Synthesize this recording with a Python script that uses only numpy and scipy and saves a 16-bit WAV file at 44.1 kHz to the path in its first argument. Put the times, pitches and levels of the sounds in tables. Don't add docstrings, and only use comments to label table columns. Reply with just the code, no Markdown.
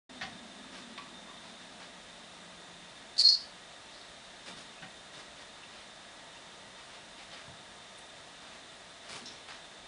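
import sys
import numpy as np
from scipy import signal
from scipy.fft import rfft, irfft
from scipy.io import wavfile

SR = 44100
rng = np.random.default_rng(int(sys.argv[2]) if len(sys.argv) > 2 else 0)


def output_pcm(signal):
    pcm = np.clip(np.atleast_2d(signal).T, -1, 1) * 32767
    wavfile.write(sys.argv[1], SR, np.round(pcm).astype(np.int16))


N = 435266
TIME = np.arange(N) / SR


def from_db(db):
    return 10 ** (np.asarray(db) / 20)


def rms_one(x):
    return x / np.sqrt(np.mean(x ** 2) + 1e-20)


def colour(x, spectrum):
    hz, db = np.transpose(spectrum)
    bins = np.maximum(np.fft.rfftfreq(len(x), 1 / SR), 1)
    gain = from_db(np.interp(np.log(bins), np.log(hz), db))
    return rms_one(irfft(rfft(x) * gain, len(x)))


def noise():
    return rng.standard_normal(N)


def drift(per_s):
    knots = rng.standard_normal(N // 20)
    return np.interp(TIME * per_s, np.arange(len(knots)), knots)


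def resonate(x, hz, width_hz, stages=1):
    r = np.exp(-np.pi * width_hz / SR)
    zeros = np.array([1, 0, -1]) * (1 - r * r) / 2
    poles = [1, -2 * r * np.cos(2 * np.pi * hz / SR), r * r]
    for _ in range(stages):
        x = signal.lfilter(zeros, poles, x + 1e-18)
    return x


def cut(x, hz, kind, order=2):
    return signal.sosfilt(signal.butter(order, hz, kind, fs=SR, output="sos"), x)


def grains(per_s, spread_db):
    count = SR // 2
    sizes = from_db(spread_db * np.minimum(rng.exponential(1, count), 4))
    signs = rng.choice([-1, 1], count)
    return sizes * signs * (rng.random(count) < per_s / SR)


def add(out, sound, start, length, db, rise, fall):
    t = TIME[:len(sound)]
    envelope = (1 - np.exp(-t / rise)) * np.exp(-np.maximum(t - length, 0) / fall)
    at = int(start * SR)
    out[at:at + len(sound)] += (from_db(db) * envelope * rms_one(sound))[:N - at]


def bathroom(x, wet_db, t60_s=0.36):
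    t = TIME[:SR // 2]
    tail = rng.standard_normal(len(t)) * from_db(-60 * t / t60_s) * (t > 0.003)
    tail *= from_db(wet_db) / np.sqrt(np.sum(tail ** 2))
    return (x + signal.fftconvolve(x, tail)[:N]) / np.sqrt(1 + from_db(wet_db) ** 2)


def room_hiss():
    # f/Hz, relative level/dB
    air = [(15, -40), (25, -9), (54, -7), (113, -8.5), (177, -2), (205, -2.5), (233, -3.5), (404, -6),
           (684, -4), (1130, -6), (1910, -6.5), (2400, -8.5), (3580, -6), (4600, -11), (10000, -18),
           (13000, -65.5), (22000, -120)]
    # f/Hz, nominal width/Hz, level/dB
    air_peaks = [(585, 52, -70), (674.5, 93, -63.5), (912.5, 42, -69), (1237, 65, -69), (1684, 99, -67.5),
                 (1905, 84, -66.5), (3440, 50, -78), (3870, 360, -65.5)]
    out = from_db(-52.5) * colour(noise(), air)
    for hz, width, db in air_peaks:
        gain = from_db(db + 0.98 * drift(4.4))
        out += gain * rms_one(resonate(noise(), hz, 1.34 * width, stages=2))
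    return out


def whine():
    extra_db, settle_s = 8, 0.9
    hz = 3612 + 14 * drift(1.5)
    db = -62.5 + extra_db * np.exp(-TIME / settle_s) + 1.2 * drift(3)
    waver = cut(noise() + 1j * noise(), 14.7, "low", order=1)
    carrier = np.exp(2j * np.pi * np.cumsum(hz) / SR)
    return from_db(db) * rms_one(np.real(waver * carrier))


def drone():
    # f/Hz, nominal width/Hz, relative level/dB
    rumble_bands = [(219, 15.4, -0.5), (240, 16, -4), (261, 15, -4), (342, 46, -6.5)]
    sag_hz_per_s, tone_fade_db_per_s = 6, 0.8
    rumble_hold_s, rumble_fade_db_per_s = 0.93, 9.5
    pitch_hz = (190 - sag_hz_per_s * TIME) * (1 + 0.004 * drift(8))
    sine = np.sin(2 * np.pi * np.cumsum(pitch_hz) / SR)
    tone = np.zeros(N)
    add(tone, sine, start=0.22, length=2.68, db=-65, rise=0.03, fall=0.08)
    rumble = sum(from_db(db) * rms_one(resonate(noise(), hz, 2 * width, stages=2))
                 for hz, width, db in rumble_bands)
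    rumble_db = -56.5 - rumble_fade_db_per_s * np.maximum(TIME - rumble_hold_s, 0)
    tone_fader = from_db(2.2 * drift(4) - tone_fade_db_per_s * TIME)
    return tone_fader * tone + from_db(rumble_db) * rms_one(rumble)


def thumps():
    # t/s, level/dB, f/Hz, length/s
    footfalls = [(0.21, -52, 194, 0.12), (4.464, -55.5, 198, .11), (4.80, -53, 186, 0.052),
                 (5.139, -60.5, 135, 0.033), (7.478, -50.5, 140, 0.028), (9.112, -58.5, 120, .06),
                 (9.205, -56.5, 229, 0.11)]
    out = np.zeros(N)
    for start, db, hz, length in footfalls:
        push = resonate(grains(per_s=3300, spread_db=-0.5), hz, width_hz=70)
        add(out, cut(push, 1.6 * hz, "low"), start, length, db, rise=0.0053, fall=0.022)
    return out


def shuffles():
    # from t/s, to t/s
    restless = [(1.35, 1.7), (5.6, 5.8), (8.95, 9.6)]
    gap_s, mean_length_s, db, depth = 0.24, 0.09, -56, 0.25
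    starts = np.concatenate([np.arange(start, end, gap_s) for start, end in restless])
    chance = rng.random((len(starts), 2))
    return [(start + gap_s * late / 2, mean_length_s * (0.5 + stretch), db, depth)
            for start, (late, stretch) in zip(starts, chance)]


def scuffs():
    # t/s, length/s, level/dB, depth/0-1
    strokes = [(0.722, 0.075, -50, 0.6), (1.792, .047, -51, .15), (4.458, 0.045, -46.5, 0.76),
               (4.563, 0.048, -49.5, 0.9), (5.13, .08, -51.5, 0.6), (5.351, .065, -54.5, 0.6),
               (6.768, 0.068, -55.5, .2), (6.881, .09, -54, 0.1), (7.172, .059, -52, .15),
               (7.322, 0.018, -45.5, 0.1), (7.36, 0.059, -53, .05), (8.412, 0.15, -55.5, 0.4),
               (9.087, 0.094, -45.5, .9), (9.479, .045, -46.5, .1)]
    # f/Hz, relative level/dB
    litter = [(60, -9), (180, 0.5), (350, -1), (700, -1), (1500, -1.5), (3000, -2), (5000, -1.5),
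              (7000, -5.5), (10000, -1.5)]
    out = np.zeros(N)
    for start, length, db, depth in strokes + shuffles():
        low_cut_hz = 850 * (150 / 850) ** depth
        high_cut_hz = 3200 * (7000 / 3200) ** depth
        crunch = colour(grains(per_s=4200, spread_db=3.7), litter)
        crunch = cut(crunch, low_cut_hz, "high", order=1)
        crunch = cut(crunch, high_cut_hz, "low")
        add(out, crunch, start, length, db, rise=0.0032, fall=0.021)
    return out


def scratches():
    # t/s, level/dB, f/Hz, width per stage/Hz, length/s
    catches = [(3.921, -58, 4260, 1800, .11), (4.779, -51, 2550, 200, .014), (5.627, -47, 2700, 400, 0.01),
               (6.362, -51, 2730, 250, .012), (7.312, -45, 3000, 1500, .004),
               (7.972, -57.5, 9100, 2000, 0.022), (9.253, -48.5, 3710, 800, 0.036),
               (9.256, -48.5, 5440, 1400, 0.03), (9.31, -55, 5460, 700, .025)]
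    out = np.zeros(N)
    for start, db, hz, width_hz, length in catches:
        slips = resonate(grains(per_s=1500, spread_db=4.0), hz, width_hz, stages=2)
        add(out, slips, start, length, db, rise=0.0012, fall=0.0039)
    return out


def knocks():
    # t/s, level/dB, high cut/Hz, rattle length/s, favoured f/Hz, boost/dB
    bumps = [(0.2115, -36, 4180, 0.025, 1850, 6.5), (0.977, -38.5, 4020, .006, 1140, 24),
             (1.281, -52, 1700, .03, 1130, 14), (4.821, -43.5, 3000, 0.019, 1550, 9)]
    # f/Hz, relative level/dB, t60/s
    seat_modes = [(192, -6, 0.091), (755, 8, 0.045), (1025, -7, 0.081), (1147, -2, 0.089),
                  (1520, -2.5, 0.021), (1870, -2.5, 0.032), (2050, -2.5, 0.026), (3230, -14, .015),
                  (4510, -14, .015)]
    boost_octaves, crack_over_body_db = 0.29, 10
    out = np.zeros(N)
    for start, db, high_cut_hz, length, favoured_hz, boost_db in bumps:
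        contacts = np.zeros(SR // 2)
        add(contacts, grains(per_s=4000, spread_db=-0.5), 0, length, db, rise=0.0004, fall=0.0091)
        body = 0
        for hz, mode_db, t60 in seat_modes:
            nearness = np.exp(-(np.log2(hz / favoured_hz) / boost_octaves) ** 2)
            ring = resonate(contacts, hz, width_hz=np.log(1000) / np.pi / t60)
            body += from_db(mode_db + boost_db * nearness) * rms_one(ring)
        crack = from_db(crack_over_body_db) * rms_one(cut(contacts, 1130, "high"))
        blow = cut(rms_one(body) + crack, high_cut_hz, "low", order=4)
        at = int(start * SR)
        out[at:at + len(blow)] += rms_one(blow) * np.std(contacts)
    return out


def flutter(per_s, jitter):
    spacing, size = rng.standard_normal((400, 2)).T
    at = (np.cumsum(np.exp(jitter * spacing)) / per_s * SR).astype(int)
    pops = np.bincount(at - at[0], weights=from_db(1.4 * size), minlength=SR // 2)
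    return pops[:SR // 2]


def squeak():
    # t/s, length/s, pop level/dB, cavity f/Hz, whistle level/dB
    spurts = [(3.167, .003, -39, 4000, -60), (3.18, .007, -31, 4450, -47), (3.19, 0.03, -22.5, 4500, -29),
              (3.235, .006, -28, 4400, -27), (3.2445, 0.032, -25.5, 4400, -18.5),
              (3.2857, .006, -18.5, 4520, -14.5), (3.294, 0.01, -23.5, 4850, -25),
              (3.309, .043, -30, 4530, -28)]
    gap_opens_s, drying_s = 3.178, 0.021
    pops, fizz, whistle = np.zeros((3, N))
    whistle_hz = 4310 + 30 * drift(120)
    tone = np.sin(2 * np.pi * np.cumsum(whistle_hz) / SR) * from_db(1.9 * drift(200))
    for start, length, db, hz, whistle_db in spurts:
        cavity = resonate(flutter(per_s=450, jitter=0.34), hz, width_hz=550)
        cavity = resonate(cavity, hz, width_hz=890)
        add(pops, cut(cavity, 3950, "high", order=8), start, length, db, rise=0.00048, fall=0.002)
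        spray = cut(grains(per_s=3600, spread_db=3.0), 3400, "high")
        wetness = np.exp(-abs(start - gap_opens_s) / drying_s)
        fizz_db = db - 24.5 + 18 * wetness
        add(fizz, cut(spray, 10000, "low"), start, length, fizz_db, rise=0.001, fall=0.0045)
        at = int(start * SR)
        add(whistle, tone[at:at + SR // 2], start, length, whistle_db, rise=0.0012, fall=0.0042)
    return bathroom(pops + fizz, wet_db=-7) + bathroom(whistle, wet_db=-19)


def scene():
    cat = bathroom(scuffs() + knocks() + thumps() + scratches(), wet_db=-4)
    return (cat + squeak() + room_hiss() + whine() + drone())[None]


def record(dry):
    silence_s, fade_in_s, high_cut_hz = 0.092, 0.004, 10080
    fade_in = np.clip((TIME - silence_s) / fade_in_s, 0, 1)
    low_pass = signal.ellip(12, 0.1, 70, high_cut_hz, fs=SR, output="sos")
    return signal.sosfilt(low_pass, dry * fade_in)


dry = scene()
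out = record(dry)
output_pcm(out)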